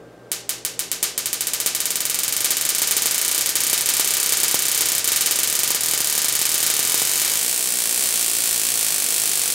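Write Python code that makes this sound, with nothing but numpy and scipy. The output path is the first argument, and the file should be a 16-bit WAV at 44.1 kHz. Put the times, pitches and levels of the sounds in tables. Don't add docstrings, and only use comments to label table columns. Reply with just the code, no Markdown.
import sys
import numpy as np
from scipy import signal
from scipy.io import wavfile

SR = 44100
rng = np.random.default_rng(int(sys.argv[2]) if len(sys.argv) > 2 else 0)


def persist_wave(psi):
    counts = np.round(np.clip(psi, -1, 1) * 32767).astype(np.int16)
    wavfile.write(sys.argv[1], SR, np.atleast_2d(counts).T)


N = 420713

GAP_NARROWS_S = 7.365
# frequency in Hz, relative level in dB.
SNAP_SPECTRUM = [(60, -22), (200, -18), (500, -10), (1000, -7), (2000, -1), (3200, 1), (5000, 3.5),
                 (6700, 5.5), (9000, 5.5), (11000, 5), (13500, 4.5), (15500, -1)]
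# delay in ms, gain in dB with the gap wide, gain in dB with the gap narrow.
BALL_ECHOES = [(1.691, -7.5, -19), (2.026, -8.5, -29), (2.27, -25, -23), (2.634, -0.5, 0.5),
               (2.81, -19, -28)]
# delay in ms, gain in dB with the gap wide, gain in dB with the gap narrow.
SCATTERED_ECHOES = [(5.92, -5, -4), (6.12, -5, -9), (8.59, -8, -8), (9.80, -18, -7.5), (10.61, -13, -32),
                    (12.07, -12, -27), (12.78, -15, -14), (13.27, -6, -6)]


def amp(db):
    return 10 ** (np.asarray(db) / 20)


def evened(x):
    return x / np.sqrt(np.mean(x ** 2) + 1e-20)


def read(points, hz):
    f, value = np.transpose(points)
    return np.interp(np.log(hz + 1), np.log(f + 1), value)


def colour(x, points, size=2048):
    hz = abs(np.fft.fftfreq(size, 1 / SR))
    log_gain = np.log(amp(read(points, hz)))
    taps = np.fft.ifft(np.exp(np.conj(signal.hilbert(log_gain)))).real
    return signal.oaconvolve(x, taps[:size // 2])[:len(x)]


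def clicks(s, sizes, count=N):
    place = np.asarray(s)[:, None] * SR
    at = np.floor(place).astype(int) + np.arange(-7, 9)
    shape = np.sinc(at - place) * np.sinc((at - place) / 8)
    weights = shape * np.asarray(sizes)[:, None]
    inside = np.clip(at, 0, count).ravel()
    return np.bincount(inside, weights.ravel(), count + 1)[:count]


def background(waver=0.23, lean_db=0.17):
    # frequency in Hz, rms in dB before the wavering and the final low cut.
    hum_lines = [(59.2, -53), (118.4, -56), (124.3, -62.5), (172.3, -58), (457.6, -58), (812.9, -60),
                 (1574, -62)]
    # frequency in Hz, relative density in dB per Hz.
    air_spectrum = [(20, -10), (80, -15), (130, -10.5), (220, -5.5), (300, -1.5), (440, 1), (620, -2.5),
                    (850, -12.5), (1300, -14), (2000, -20.5), (3500, -26.5), (8000, -32), (15000, -41)]
    # frequency in Hz, side minus mid in dB.
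    air_spread = [(60, -17), (400, -25), (1200, -21), (2800, -28), (6000, -11), (14000, -26)]
    air_db = -45.5
    t = np.arange(N) / SR
    knots = np.linspace(0, t[-1], 40)
    hum = 0
    for hz, db in hum_lines:
        swell = 1 + waver * np.interp(t, knots, rng.standard_normal(len(knots)))
        tone = np.sin(2 * np.pi * (hz * t + rng.random()))
        hum = hum + np.sqrt(2) * amp(db) * swell * tone
    noises = rng.standard_normal((2, N))
    mid, side = (amp(air_db) * evened(colour(noise, air_spectrum)) for noise in noises)
    side = colour(side, air_spread)
    return (hum + np.array([mid + side, mid - side])) * amp([[lean_db], [-lean_db]])


def corona(level_db=-54, per_s=30, spread_db=4):
    sizes = amp(level_db + spread_db * rng.standard_normal(N))
    ticks = sizes * (rng.random(N) < per_s / SR)
    return colour(ticks, SNAP_SPECTRUM)


def discharges(count=600):
    opening_s = [0.3172, 0.4932, 0.65, 0.7928, 0.9159, 1.1786, 1.2582, 1.33, 1.4081, 1.4707, 1.5352, 1.6016]
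    # time in seconds, relative strength in dB, relative thump in dB.
    hard_sparks = [(1.0284, 5, -9), (1.6613, 5, -7), (2.4454, 5.5, -17), (2.5064, 5.5, -12),
                   (2.691, 4.5, -24), (2.8188, 5.5, -5), (2.91, 5.5, -16), (2.9669, 5.5, -10),
                   (3.0578, 5.5, -4), (3.555, 5.5, -14), (3.7305, 6, -3), (3.8894, 6, -13), (3.9971, 6, -1),
                   (4.3231, 6.5, -7), (4.433, 6.5, -6.5), (4.5435, 5, 3.5), (4.808, 6, -9),
                   (5.0759, 5, -20), (5.119, 4.5, -10), (5.1611, 4.5, -24), (5.209, 5, -14),
                   (5.2606, 5.5, -24), (5.3102, 5, -10), (5.389, 3.5, -6), (5.4325, 3.5, -24),
                   (5.5531, 2, -24), (5.5911, 3, -19), (5.6334, 4, -10), (5.7049, 3.5, -4),
                   (5.7475, 3, -10), (5.936, 2, -5.5), (6.0045, 2, -6), (6.1786, 3.5, -7),
                   (6.2453, 2.5, -8), (6.284, 3, -24), (6.353, 3, -15), (6.4153, 3, -6), (6.4538, 3.5, -24),
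                   (6.543, 3.5, -15), (6.6288, 4, -12), (6.6645, 4, -15), (6.701, 3.5, -8),
                   (6.7924, 3.5, -5), (6.9434, 4, -1.5), (7.0187, 2.5, -1.5), (7.2175, 2, -13),
                   (7.2487, 2, -24)]
    # time in seconds, sparks per second.
    recharge = [(0.4, 5.9), (1.66, 17), (2.05, 21.5), (2.28, 22.4), (2.42, 25.5), (2.6, 24.5), (2.8, 28.5),
                (3.2, 28.3), (3.4, 31), (4.5, 31.7), (5.3, 32), (5.5, 37), (6.4, 41.6), (6.9, 44.2),
                (7.25, 51.4), (7.4, 53), (7.47, 62.27), (7.8, 61), (7.88, 54), (8.02, 65), (8.12, 57.5),
                (8.8, 56), (9.05, 47.42), (9.17, 54.3), (9.54, 44.92)]
    # start in seconds, length in seconds.
    stalls = [(3.42, 0.019), (3.5, 0.032), (3.82, 0.019), (5.0, 0.031), (5.76, 0.021)]
    # time in seconds, relative level in dB.
    strength = [(0.3, -0.8), (2.4, 0.1), (3.4, 1.2), (5.0, 1.1), (5.5, -0.9), (6.9, -0.7), (7.33, -2),
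                (7.47, -5), (8.0, -3.5), (8.7, -3), (9.5, -1.8)]
    drain_share = 0.55
    wide_jitter, narrow_jitter = 0.02, 0.055
    wide_spread_db, narrow_spread_db = 0.5, 1.0
    soft_thump_db, soft_thump_spread_db = -28, 3

    t = np.arange(N) / SR
    flow = np.interp(t, *np.transpose(recharge))
    for start, length in stalls:
        flow = flow * ((t < start) | (t > start + length))
    charge = np.cumsum(flow) / SR

    marks = [(np.interp(s, t, charge), 0) for s in opening_s]
    marks += [(np.interp(row[0], t, charge), drain_share) for row in hard_sparks]
    marks.sort()
    due = []
    for (level, drain), (following, _) in zip(marks, marks[1:]):
        steps = max(round(following - level - drain), 1)
        due.extend(np.linspace(level + drain, following, steps + 1)[1:-1])
    due.extend(np.arange(sum(marks[-1]) + 1, charge[-1]))

    late, strong, heavy, angle = rng.standard_normal((count, 4)).T
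    is_narrow = np.interp(due, charge, t) > GAP_NARROWS_S
    jitter = np.where(is_narrow, narrow_jitter, wide_jitter)
    s = np.r_[opening_s, np.interp(due + jitter * late[:len(due)], charge, t)]
    spread_db = np.where(s > GAP_NARROWS_S, narrow_spread_db, wide_spread_db)
    strength_db = np.interp(s, *np.transpose(strength)) + spread_db * strong[:len(s)]
    thump_db = soft_thump_db + soft_thump_spread_db * heavy[:len(s)]
    rows = np.r_[hard_sparks, np.c_[s, strength_db, thump_db]]
    return (*rows.T, 2 * np.pi * angle[:len(rows)])


def shocks(train, share, body_growth=0.87, crack_growth=0.81, split_hz=4500):
    s, strength_db, _, _ = train
    lows = signal.butter(1, split_hz, fs=SR)
    body = clicks(s, share * amp(body_growth * strength_db))
    crack = clicks(s, share * amp(crack_growth * strength_db))
    both = crack + signal.lfilter(*lows, body - crack)
    return -colour(both, SNAP_SPECTRUM)


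def sparks(train, direct_db=1, lean_db=-0.9, flutter_db=-21):
    # frequency in Hz, gain in dB.
    head_on = [(300, -7.5), (2000, 4.5), (3800, 3.5), (5200, 0.5), (6100, 1), (7300, 7), (9000, 6.5),
               (10300, 7), (12500, -1), (14200, 3.5), (15500, -4)]
    # frequency in Hz, gain in dB.
    short_spark = [(250, 1), (700, -2), (1600, -1.5), (2600, -0.5), (7500, 0), (10000, 2), (12000, 0),
                   (13800, 0.5), (15000, 2)]
    narrow = 1. * (train[0] > GAP_NARROWS_S)
    wide = 1 - narrow
    _, near_wide_db, near_narrow_db = np.transpose(BALL_ECHOES)
    _, far_wide_db, far_narrow_db = np.transpose(SCATTERED_ECHOES)
    direct = amp([[direct_db + lean_db], [direct_db - lean_db]])

    wide_early = echoes(near_wide_db, far_wide_db) + amp(flutter_db) * flutter()
    snaps = direct * colour(shocks(train, wide), head_on)
    snaps += reflections(train, wide, wide_early, ring_db=1)

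    narrow_early = echoes(near_narrow_db, far_narrow_db)
    crackle = direct * colour(shocks(train, narrow), head_on)
    crackle += reflections(train, narrow, narrow_early, ring_db=-7)
    return snaps + np.array([colour(channel, short_spark) for channel in crackle])


def echoes(near_db, far_db, smear=0.014):
    # frequency in Hz, gain in dB.
    scatter_colour = [(500, 3.5), (2000, -12), (4000, 1.5), (6500, -6), (9000, 4.5), (11500, -3.5),
                      (15000, 4)]
    t = np.arange(1024) / SR
    near_s = np.array(BALL_ECHOES)[:, 0] / 1000
    far_s = np.array(SCATTERED_ECHOES)[:, 0] / 1000
    near = clicks(near_s, amp(near_db), count=len(t))
    far = np.zeros(len(t))
    for delay, db in zip(far_s, far_db):
        burst = rng.standard_normal(len(t)) * np.exp(-abs(t - delay) / (smear * delay))
        far += amp(db) * burst / np.linalg.norm(burst)
    return near + colour(far, scatter_colour)


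def flutter(delay_s=0.0143, spread_s=0.00059, centre_hz=6600):
    t = np.arange(1024) / SR - delay_s
    return np.cos(2 * np.pi * centre_hz * t) * np.exp(-(t / spread_s) ** 2)


def reflections(train, share, early, ring_db, wander=0.38):
    # frequency in Hz, side minus mid in dB.
    tail_spread = [(300, -14), (900, -20.5), (1800, -53), (2800, -52), (4500, -23), (6500, -17.5),
                   (9000, -16.5), (12000, -19), (15000, -44)]
    snaps = shocks(train, share)
    path = train[-1]
    late = np.sqrt(1 - wander ** 2) * signal.oaconvolve(snaps, tail())[:N]
    late += amp(ring_db) * signal.oaconvolve(snaps, rings())[:N]
    for bend in (np.cos(path), np.sin(path)):
        late += wander * signal.oaconvolve(shocks(train, share * bend), tail())[:N]
    mid = signal.oaconvolve(snaps, early)[:N] + late
    side_tail = colour(tail(build_s=0.00033), tail_spread)
    side = signal.oaconvolve(snaps, side_tail)[:N]
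    return np.array([mid + side, mid - side])


def tail(build_s=0.007):
    # frequency in Hz, time to fall by 60 dB in seconds, relative level in dB.
    room_bands = [(150, 0.24, -10.5), (500, 0.61, -21), (1490, 0.41, -20.5), (3980, 0.41, -22.5),
                  (6640, 0.36, -23.5), (9800, 0.27, -24), (11800, .24, -26), (15400, 0.2, -27.5)]
    room = np.array(room_bands)
    hz, t, z = signal.stft(rng.standard_normal(SR // 2), SR, nperseg=256)
    level_db = read(room[:, [0, 2]], hz)[:, None]
    t60 = read(room[:, :2], hz)[:, None]
    ring = signal.istft(z * amp(level_db - 60 * t / t60), SR, nperseg=256)[1]
    return ring * (1 - np.exp(-np.arange(len(ring)) / SR / build_s))


def rings(t60=0.27):
    # frequency in Hz, relative peak gain in dB.
    ring_modes = [(1040, 3), (1510, 11), (1800, 11), (2250, 10), (2340, 14.5), (2995, 5), (3100, 12.5),
                  (3605, 10), (3967, 14), (4227, 4), (4908, 11.5), (5410, 10), (6481, 0)]
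    t = np.arange(SR // 4) / SR
    decay = np.log(1000) / t60
    modes = sum(amp(db) * np.cos(2 * np.pi * (hz * t + rng.random())) for hz, db in ring_modes)
    return 2 * decay / SR * modes * np.exp(-decay * t)


def thumps(train, level_db=-14, usual_db=-14.5, push_s=0.00081, drain_hz=230):
    s, _, thump_db, _ = train
    overloads = clicks(s, amp(usual_db) + amp(thump_db))
    t = np.arange(256) / SR
    push = np.sin(np.pi * np.minimum(t / push_s, 1))
    knocks = amp(level_db) * signal.oaconvolve(overloads, push)[:N]
    return signal.lfilter(*signal.butter(1, drain_hz, "high", fs=SR), knocks)


def scene():
    train = discharges()
    return sparks(train) + thumps(train) + corona() + background()


def record(dry, ceiling=0.85, low_cut_hz=95, edge_hz=15830):
    clipped = dry / (1 + (dry / ceiling) ** 8) ** (1 / 8)
    thinned = signal.lfilter(*signal.butter(2, low_cut_hz, "high", fs=SR), clipped)
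    band = signal.firwin(1023, edge_hz, window=("kaiser", 8), fs=SR)
    return signal.oaconvolve(thinned, band[None], "same", axes=1)


dry = scene()
out = record(dry)
persist_wave(out)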